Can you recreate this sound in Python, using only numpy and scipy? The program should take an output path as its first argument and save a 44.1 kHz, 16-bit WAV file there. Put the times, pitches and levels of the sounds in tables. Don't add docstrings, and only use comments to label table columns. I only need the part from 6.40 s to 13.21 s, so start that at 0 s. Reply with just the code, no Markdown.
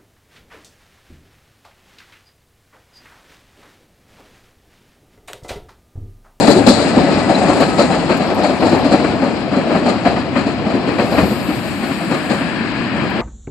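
import sys
import numpy as np
from scipy import signal
from scipy.fft import rfft, irfft, next_fast_len
from scipy.io import wavfile

SR = 44100
rng = np.random.default_rng(int(sys.argv[2]) if len(sys.argv) > 2 else 0)


def transcribe(signal):
    frames = np.atleast_2d(signal).T
    limited = np.clip(frames, -1, 1)
    pcm = np.round(limited * 32767).astype(np.int16)
    wavfile.write(sys.argv[1], SR, pcm)


N = 300321

# start in seconds, boom level in dB, then knock, clack and rattle
# in dB relative to the boom, burst length in seconds, boom pitch in Hz, knock pitch in Hz.
JOINT_BLOWS = [(0.002, -6, -7, -34, -20.5, 0.097, 216, 564),
               (0.077, 7.5, -12, -21.5, -23.5, 0.049, 275.7, 569.4),
               (0.157, -1, -10.5, -30, -42, 0.084, 370, 476),
               (0.271, 7.5, -9.5, -16.5, -16.5, 0.025, 239.5, 530),
               (0.294, 0, -12, -13, -27, 0.018, 300, 559), (0.315, -13, -6, -14, -23, 0.11, 235, 574),
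               (0.392, -11.5, -2.5, -11, -12, 0.016, 254, 574),
               (0.567, 2.5, -12.5, -22, -35, 0.055, 240, 578), (0.634, -4, -9, -25, -38, 0.064, 277, 705),
               (0.685, -9, -7, -26, -28, 0.025, 213, 600), (0.896, -2, -4, -12, -24, 0.032, 307, 687),
               (1.012, -8.5, -3, -17, -37, 0.023, 220, 734),
               (1.084, -3, -6.5, -14.5, -23.5, 0.039, 296, 553),
               (1.205, -3, -4.5, -10.5, -18, 0.046, 273, 515),
               (1.386, 2.5, -8, -14.5, -18, 0.059, 217, 574), (1.5, -8, -4, -12, -19, 0.07, 184, 537),
               (1.695, -3.2, -7.5, -9.5, -22.5, 0.055, 358, 539),
               (1.803, -9.5, -5, -8, -18, 0.035, 177, 600), (1.979, -11, -3.5, -11, -29, 0.09, 290, 563),
               (2.037, -5, -3, -8.5, -17, 0.037, 301, 598), (2.092, -6.5, -8.5, -17, -30, 0.068, 328, 616),
               (2.227, -7.5, -3.5, -8, -20.5, 0.026, 330, 498),
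               (2.256, 1.5, -13, -15.5, -25.5, 0.029, 271, 610), (2.322, -0.5, -8, -16, -27, 0.1, 325, 682),
               (2.45, -3, -9, -14, -25, 0.032, 272, 634), (2.515, -2.5, -8, -12.5, -20, 0.045, 246, 553),
               (2.534, 0, -10, -20, -31, 0.03, 293, 745), (2.642, -5.5, -10, -7, -23, 0.02, 310, 591),
               (2.823, -7, -4, -9, -23, 0.04, 253, 555), (3.003, -11, -23, -32, -36, 0.024, 290, 480),
               (3.119, -4.5, -10.5, -15.5, -29, 0.092, 278, 607),
               (3.166, -1.5, -15, -14, -29, 0.055, 252, 564), (3.305, -13, -2.5, -2, -20, 0.02, 214, 597),
               (3.353, -8, -3.5, -4, -20, 0.018, 201, 620), (3.463, -2, -7.5, -13.5, -23, 0.068, 235, 707),
               (3.543, -9, -26, -17, -30, 0.043, 276, 713), (3.655, -2, -4, -8, -22, 0.033, 267.5, 712),
               (3.767, -13, -4, 0.5, -20, 0.021, 340, 704), (3.957, -6.5, -8, -6, -24, 0.029, 244, 547),
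               (3.975, -5, -17, -17, -24.5, 0.11, 272, 614), (4.064, -5, -14, -14, -25, 0.051, 285, 666),
               (4.26, -8.5, -9, -20, -29, 0.13, 204, 604), (4.298, -13.5, -8, -6, -18.5, 0.037, 257, 610),
               (4.34, -1, -19, -24, -38, 0.07, 273, 426), (4.472, -1.5, -16, -17, -29, 0.14, 283.3, 474),
               (4.587, -4.5, -5.5, -8, -23, 0.033, 210, 585), (4.719, -7, -6, -10, -22, 0.094, 332, 645),
               (4.778, -1.5, -10, -14, -28, 0.056, 288, 627), (4.826, -4.5, -12, -19, -41, 0.093, 191, 515),
               (4.909, -3, -14, -19, -30, 0.024, 225, 490), (5.085, -7, -17, -14, -29.5, 0.049, 295, 484),
               (5.426, -9, -12.5, -11, -25, 0.031, 243, 780), (5.502, -10.5, -16, -9, -28, 0.03, 258, 804),
               (5.605, -19.5, 0, -5, -20, 0.028, 171, 683), (5.711, -4.5, -12, -13, -24.5, 0.089, 282, 527),
               (5.902, -3.5, -10, -12.5, -22.5, 0.056, 210, 544),
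               (6.004, -10.5, -13, -11, -32, 0.028, 259, 577),
               (6.197, -10.5, -21, -19, -35, 0.097, 217, 540),
               (6.375, -9.5, -27, -24, -32, 0.025, 268, 710), (6.579, -9, -22, -9.5, -41, 0.055, 231, 556)]


def amp(db):
    return 10 ** (np.asarray(db) / 20)


def pan(left_db):
    return amp(left_db * np.array([[.5], [-.5]]))


def unit_rms(x):
    return x / np.sqrt(np.mean(x ** 2) + 1e-20)


def in_time(rows):
    times, *columns = np.transpose(rows)
    return [np.interp(np.arange(N) / SR, times, column) for column in columns]


def at_hz(points, hz):
    points_hz, values = np.transpose(points)
    return np.interp(np.log(hz), np.log(points_hz), values)


def drift(rate_hz):
    pole = np.exp(-80 * np.pi * rate_hz / SR)
    slow = signal.lfilter([1], [1, -2 * pole, pole * pole], rng.standard_normal(N // 40 + 2002))[2000:]
    return np.interp(np.arange(N) / 40, np.arange(len(slow)), unit_rms(slow))


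def ring(push, hz, t60):
    decay, step = amp(-60 / (t60 * SR)), 2 * np.pi * hz / SR
    return signal.lfilter([0, np.sin(step)], [1, -2 * decay * np.cos(step), decay * decay], push + 1e-18)


def ports(mid, side, hz):
    # frequency in Hz, how alike left and right are from 0 to 1.
    likeness = [(60, 0.35), (150, 0.62), (380, 0.76), (940, 0.95), (2370, 0.24), (4200, 0.23), (5940, 0.3),
                (14900, 0.01)]
    # frequency in Hz, how much louder the left is in dB.
    left_boost = [(60, 2), (150, 2.5), (380, 3), (940, 4), (2370, 11), (4200, 5), (5940, 4.5), (9000, 10.5),
                  (14900, 0)]
    # centre in Hz, width in Hz, gain in dB.
    housing = [(1810, 52, 1), (2493, 330, 4), (3610, 200, -4.5), (4100, 180, 0), (5020, 270, 2),
               (6020, 780, -10), (9670, 200, -2)]
    alike = at_hz(likeness, hz)
    stereo = np.sqrt(1 + alike) * mid + np.sqrt(1 - alike) * side * np.array([[1], [-1]])
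    colour_db = sum(db * np.exp(-((hz - centre) / width) ** 2) for centre, width, db in housing)
    return stereo * amp(colour_db) * pan(at_hz(left_boost, hz))


def coloured_noise(spectrum):
    # frequency in Hz, how far the left port leads in radians.
    port_phase = [(0, 0), (1640, 0.71), (4740, -1.2), (6460, 0), (10200, 6), (11000, 14.5), (13700, -3),
                  (15100, -10)]
    size = next_fast_len(N)
    hz = np.maximum(np.arange(size // 2 + 1) * SR / size, 1)
    mid, side = rfft(rng.standard_normal((2, size)))
    lead = np.exp(1j * np.interp(hz, *np.transpose(port_phase)) * np.array([[1], [0]]))
    inside = (hz > spectrum[0][0]) & (hz < spectrum[-1][0])
    shaped = lead * ports(mid, side, hz) * amp(at_hz(spectrum, hz)) * inside
    return unit_rms(irfft(shaped, size)[:, :N])


def split(x, edges_hz):
    size = next_fast_len(N)
    hz, whole = np.arange(size // 2 + 1) * SR / size, rfft(x, size)
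    return [irfft(whole * ((hz >= a) & (hz < b)), size)[:, :N] for a, b in zip(edges_hz, edges_hz[1:])]


def patchy(x, together_db, own_db, rate_hz):
    shared = drift(rate_hz)
    bands = split(x, [0, 90, 180, 360, 700, 1400, 2800, 5600, 22050])
    return sum(band * amp(together_db * shared + own_db * drift(2 * rate_hz)) for band in bands)


def rolling_wheels():
    # frequency in Hz, level in dB.
    spectrum = [(15, -67), (35, -34), (62, -8), (192, 0), (285, 3), (422, -6.5), (658, -4), (1080, -14.5),
                (2370, -25), (3610, -28), (4220, -25.5), (5930, -33.5), (8120, -37), (9010, -45.5),
                (10500, -98), (13000, -106)]
    # time in seconds, roar in dB, rail sizzle in dB.
    train_levels = [(0.0, -13.5, -28), (0.23, -16.5, -35), (0.42, -15, -30), (1.12, -13.5, -30.5),
                    (1.63, -17, -36.5), (2.03, -17, -34), (2.47, -14.5, -33), (2.92, -17.5, -36.5),
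                    (3.17, -22.5, -40.5), (3.32, -15.5, -37.5), (3.57, -19.5, -36), (3.73, -18.5, -37),
                    (4.1, -22.5, -42), (4.74, -20, -35.5), (4.91, -23, -38.5), (5.31, -25, -39.5),
                    (6.35, -25, -41), (6.81, -20, -43)]
    # time in seconds, gain in dB against the rest of the sizzle.
    shimmer_levels = [(0, 7.5), (.7, -0.5), (1.0, 2.5), (1.5, 5.5), (1.9, -4.5), (3, -1.5), (4.4, -5.5),
                      (5.2, -1.5), (6.81, 0)]
    # time in seconds, level in dB.
    rumble_levels = [(0, -26), (1.6, -33), (2.4, -28), (3.3, -34), (3.9, -28.5), (4.6, -33), (4.8, -23.5),
                     (5.0, -30), (6.2, -48), (6.6, -24.5), (6.81, -41)]
    roar_db, sizzle_db = in_time(train_levels)
    noise = patchy(coloured_noise(spectrum), together_db=0.96, own_db=1.5, rate_hz=11.7)
    deep, rumble, roar, sizzle, shimmer = split(noise, [0, 65, 150, 3400, 6300, 22050])
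    rails = amp(sizzle_db) * unit_rms(sizzle + shimmer * amp(in_time(shimmer_levels)[0]))
    bridge = amp(in_time(rumble_levels)[0]) * unit_rms(rumble)
    return amp(roar_db) * (roar + deep) + rails + bridge


def road_traffic():
    # time in seconds, distant wash in dB, tyres in dB.
    road_levels = [(0, -24.5, -30), (2, -33, -39), (4.5, -25, -43), (5.3, -25.5, -41), (6.0, -23, -29),
                   (6.81, -22, -30)]
    # frequency in Hz, level in dB.
    wash_spectrum = [(15, -78), (25, -62.5), (50, -16), (178, -1.5), (217, 1), (357, -5.5), (493, -40),
                     (545, -26), (832, -19.5), (942, -13), (1710, -18), (4740, -25), (6070, -41.5),
                     (7600, -43), (9500, -60.5), (12400, -74), (20900, -120)]
    tyre_spectrum = [(1000, -25), (1400, -4), (1700, 5.5), (2000, -6.5), (2700, -12), (3400, -15)]
    wash_db, tyres_db = in_time(road_levels)
    wash = patchy(coloured_noise(wash_spectrum), together_db=0.54, own_db=0.05, rate_hz=0.43)
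    return amp(wash_db) * wash + amp(tyres_db) * coloured_noise(tyre_spectrum)


def joint_clatter():
    # frequency in Hz, level in dB.
    spectrum = [(53, -47), (90, -16), (181, -12), (272, -6), (417, -8), (746, -8.5), (1020, -19),
                (1260, -17.5), (1420, -21.5), (2960, -32), (3650, -27.5), (4250, -27.5), (4900, -17),
                (5840, -25.5), (7370, -27), (9300, -40.5), (10300, -54.5), (12100, -75), (20500, -120)]
    # pitch in Hz, width in Hz, level in dB.
    wheel_tones = [(4127, 90, -3.5), (4360, 120, 0.5), (4565, 160, -1)]
    boom, knock, clack, rattle = split(coloured_noise(spectrum), [0, 450, 950, 3300, 22050])
    wheels = sum(amp(db) * unit_rms(ring(rattle, hz, 1.3 / width)) / 2 for hz, width, db in wheel_tones)
    bands = [boom, knock, clack, unit_rms(rattle) + wheels]
    burst_db, tail_db = [-16.5, -7, -6.5, -9.5], [-8.0, -3.0, -6.5, 6.5]
    rises_s, tail_t60 = [.013, 0.013, 0.0099, 0.0098], [.22, 0.47, 0.39, 0.42]
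    chatter_db, chatter_hz = 2.5, 24
    out, chatter = np.zeros((2, N)), drift(chatter_hz)
    for k, (band, rise) in enumerate(zip(bands, rises_s)):
        power = np.zeros((2, N))
        for start, boom_db, *relative_db, hold, _, _ in JOINT_BLOWS:
            i = max(round((start - 0.85 * rise) * SR), 0)
            t = np.arange(min(SR // 4, N - i)) / SR
            held = np.exp(-2 * (t / (np.clip(hold, .012, .08) + rise)) ** 3)
            tail = amp(2 * (tail_db[k] - 60 * t / tail_t60[k]))
            shape = (1 - np.exp(-t / rise)) ** 2 * (held + tail)
            sides = pan(11.5 * np.exp(-start / 0.61))
            level = amp(boom_db + [0, *relative_db][k] + burst_db[k]) * sides
            power[:, i:i + len(t)] += level ** 2 * shape
        lumps = amp(chatter_db * (0.35 * chatter + 0.71 * drift(chatter_hz))) if k > 1 else 1
        out += unit_rms(band) * np.sqrt(power) * lumps
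    return out


def deck_clunk(t, hz, db):
    peak_s, climb_per_s = 0.01, 2.7
    swell = t / peak_s * np.exp(1 - t / peak_s)
    note = np.sin(2 * np.pi * hz * t * (1 + climb_per_s * (t / 2 - peak_s)))
    return ports(amp(db) * swell ** 2 * note, 0, hz)


def joint_ringing():
    # pitch in Hz, level in dB, seconds to fade by 60 dB.
    modes = [(156, -17.5, 0.063), (196.7, 4, 0.12), (252.4, -3, 0.14), (301.5, -7, 0.11),
             (362.6, -3.5, 0.25), (488, -9, 0.15), (567.4, -6.5, 0.36), (634, -9.5, 0.11),
             (717, -10.5, 0.13), (783, 1, 0.035), (907, -11.5, 0.15), (1198, -29, 0.33), (1693, -14, 0.42),
             (2410, -30, 0.41), (4220, -21, 0.066), (4135, -13.5, 0.24), (4410, -24.5, 0.24),
             (4830, -16, 0.19)]
    favour_db, favour_width, detune_range = 4.5, 0.0726, 0.0802
    hz, mode_db, t60 = np.transpose(modes)
    out, t = np.zeros((2, N + SR)), np.arange(SR // 6) / SR
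    fall = -np.log(1000) * t / t60[:, None]
    swell = (np.exp(fall) - np.exp(fall / 0.23)) * np.cos(np.pi / 2 * t / t[-1])
    for start, boom_db, knock_db, clack_db, rattle_db, _, boom_hz, knock_hz in JOINT_BLOWS:
        spread, detune, phase = rng.random((3, len(hz))) - .5
        aim_hz = np.where(hz < 450, boom_hz, knock_hz)
        near = np.exp(-(np.log(hz / aim_hz) / favour_width) ** 2)
        pitch = hz * (1 + detune_range * detune) * (1 - near) + aim_hz * near
        phase = phase * (1 - near)
        tones = swell * np.sin(2 * np.pi * (pitch[:, None] * t + phase[:, None]))
        band_db = np.select([hz < 450, hz < 950, hz < 3300],
                            [0, knock_db + 10, clack_db + 10.5], rattle_db + 24)
        level_db = boom_db + band_db + mode_db - 15.5 + favour_db * near + 2.3 * spread
        clunks = deck_clunk(t, boom_hz, boom_db - 10) + deck_clunk(t, knock_hz, boom_db + knock_db - 9.5)
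        i = round(start * SR)
        out[:, i:i + len(t)] += ports(amp(level_db), 0, hz) @ tones + clunks
    return out[:, :N]


def singing_wheels():
    pitches = [1280, 1980]
    # time in seconds, low tone in dB, high tone in dB.
    tone_levels = [(0, -51, -39), (.3, -48, -46), (.9, -36.5, -35), (1.1, -48, -53), (1.4, -36, -44),
                   (1.75, -45, -59), (2.1, -46.5, -63), (3.1, -45, -63), (3.4, -61, -63)]
    out, waver_db = np.zeros((2, N)), 2
    for db, hz in zip(in_time(tone_levels), pitches):
        level = amp(db + waver_db * drift(2.0))
        tone = unit_rms(ring(rng.standard_normal(N), hz, t60=0.52))
        out += ports(level * tone, 0, hz)
    return out


def treble_flicker():
    # frequency in Hz, level in dB.
    spectrum = [(9400, -5), (10300, -5), (11200, 0.5), (12400, -18)]
    # time in seconds, level in dB.
    levels = [(0, -49), (.5, -63), (.9, -88), (1.1, -55), (1.5, -65), (1.8, -68), (2.1, -55), (2.6, -69.5),
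              (3.2, -84)]
    swing_db = 6
    bands = split(coloured_noise(spectrum), np.arange(9400, 12500, 600))
    return amp(in_time(levels)[0]) * sum(band * amp(swing_db * drift(19.0)) for band in bands)


def squeak():
    # middle in seconds, level in dB, pitch in Hz, climb in Hz a second, half length in seconds.
    settings = (.9545, -18.5, 4020, 9000, .004)
    middle, db, hz, climb, half_length = settings
    t = np.arange(N) / SR - middle
    swell = np.exp(-(t / half_length) ** 2 / 2)
    tone = np.sin(2 * np.pi * (hz + climb * t / 2) * t)
    return ports(amp(db + 2 * drift(150.0)) * swell * tone, 0, hz)


def ticks():
    # start in seconds, level in dB, how much louder the left is in dB.
    snaps = [(1.206, -41, 4), (1.7713, -46, 4), (1.9455, -45, 11), (6.7022, -54, 7)]
    clicks, t = np.zeros((2, N)), np.arange(SR // 20) / SR
    grit = rng.standard_normal((len(snaps), len(t))) * amp(-60 * t / 0.06)
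    for (start, db, left_db), snap in zip(snaps, grit):
        i = round(start * SR)
        clicks[:, i:i + len(t)] = amp(db + 9.5) * pan(left_db) * snap
    return signal.sosfilt(signal.butter(2, 8000, "high", fs=SR, output="sos"), clicks + 1e-18)


def air_hiss():
    # frequency in Hz, level in dB.
    spectrum = [(5000, -23), (6500, -5.5), (7500, 1.5), (9000, -2.5), (10000, -13.5), (12000, -11),
                (13300, -13), (14600, -6)]
    start_s, attack_s, hold_s, release_s = 4.135, 0.71, 1.14, 0.46
    level_db, sag_db_per_s, flicker_db = -43.5, 0.5, 3
    t = np.arange(N) / SR - start_s
    fade_out = np.clip((attack_s + hold_s + release_s - t) / release_s, 0, 1)
    swell = (np.clip(t / attack_s, 0, 1) * fade_out) ** 2
    since_peak = np.maximum(t - attack_s, 0)
    top_hz = 11360 + 1300 * np.exp(-((t + start_s - 5.65) / 0.96) ** 2)
    lift_db = 16.5 - 16 * np.minimum(since_peak, 2)
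    noise = coloured_noise(spectrum) * amp(0.4 * drift(4.1))
    edges_hz = np.arange(10000, 15001, 500)
    body, *high_bands = split(noise, [0, *edges_hz])
    top = np.zeros((2, N))
    for band, hz in zip(high_bands, edges_hz):
        lag_s = 0.2 * max(hz / 1000 - 12, 0)
        fade_in = np.clip(4 * (t - lag_s), 0, 1)
        near_top = np.exp(-((hz + 250 - top_hz) / 1200) ** 2)
        top += band * fade_in * amp(flicker_db * drift(14.0) + lift_db * near_top)
    return amp(level_db - sag_db_per_s * since_peak) * swell * (body + swell * top) * pan(left_db=2.5)


def scene():
    return (rolling_wheels() + road_traffic() + joint_clatter() + joint_ringing()
            + singing_wheels() + treble_flicker() + ticks() + squeak() + air_hiss())


def record(dry):
    sharpness, cutoff_hz = 16, 15400
    clipped = dry / (1 + np.abs(dry) ** sharpness) ** (1 / sharpness)
    lowpass = signal.cheby2(12, 70, cutoff_hz, fs=SR, output="sos")
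    return np.clip(signal.sosfilt(lowpass, clipped), -1, 1)


dry = scene()
out = record(dry)
transcribe(out)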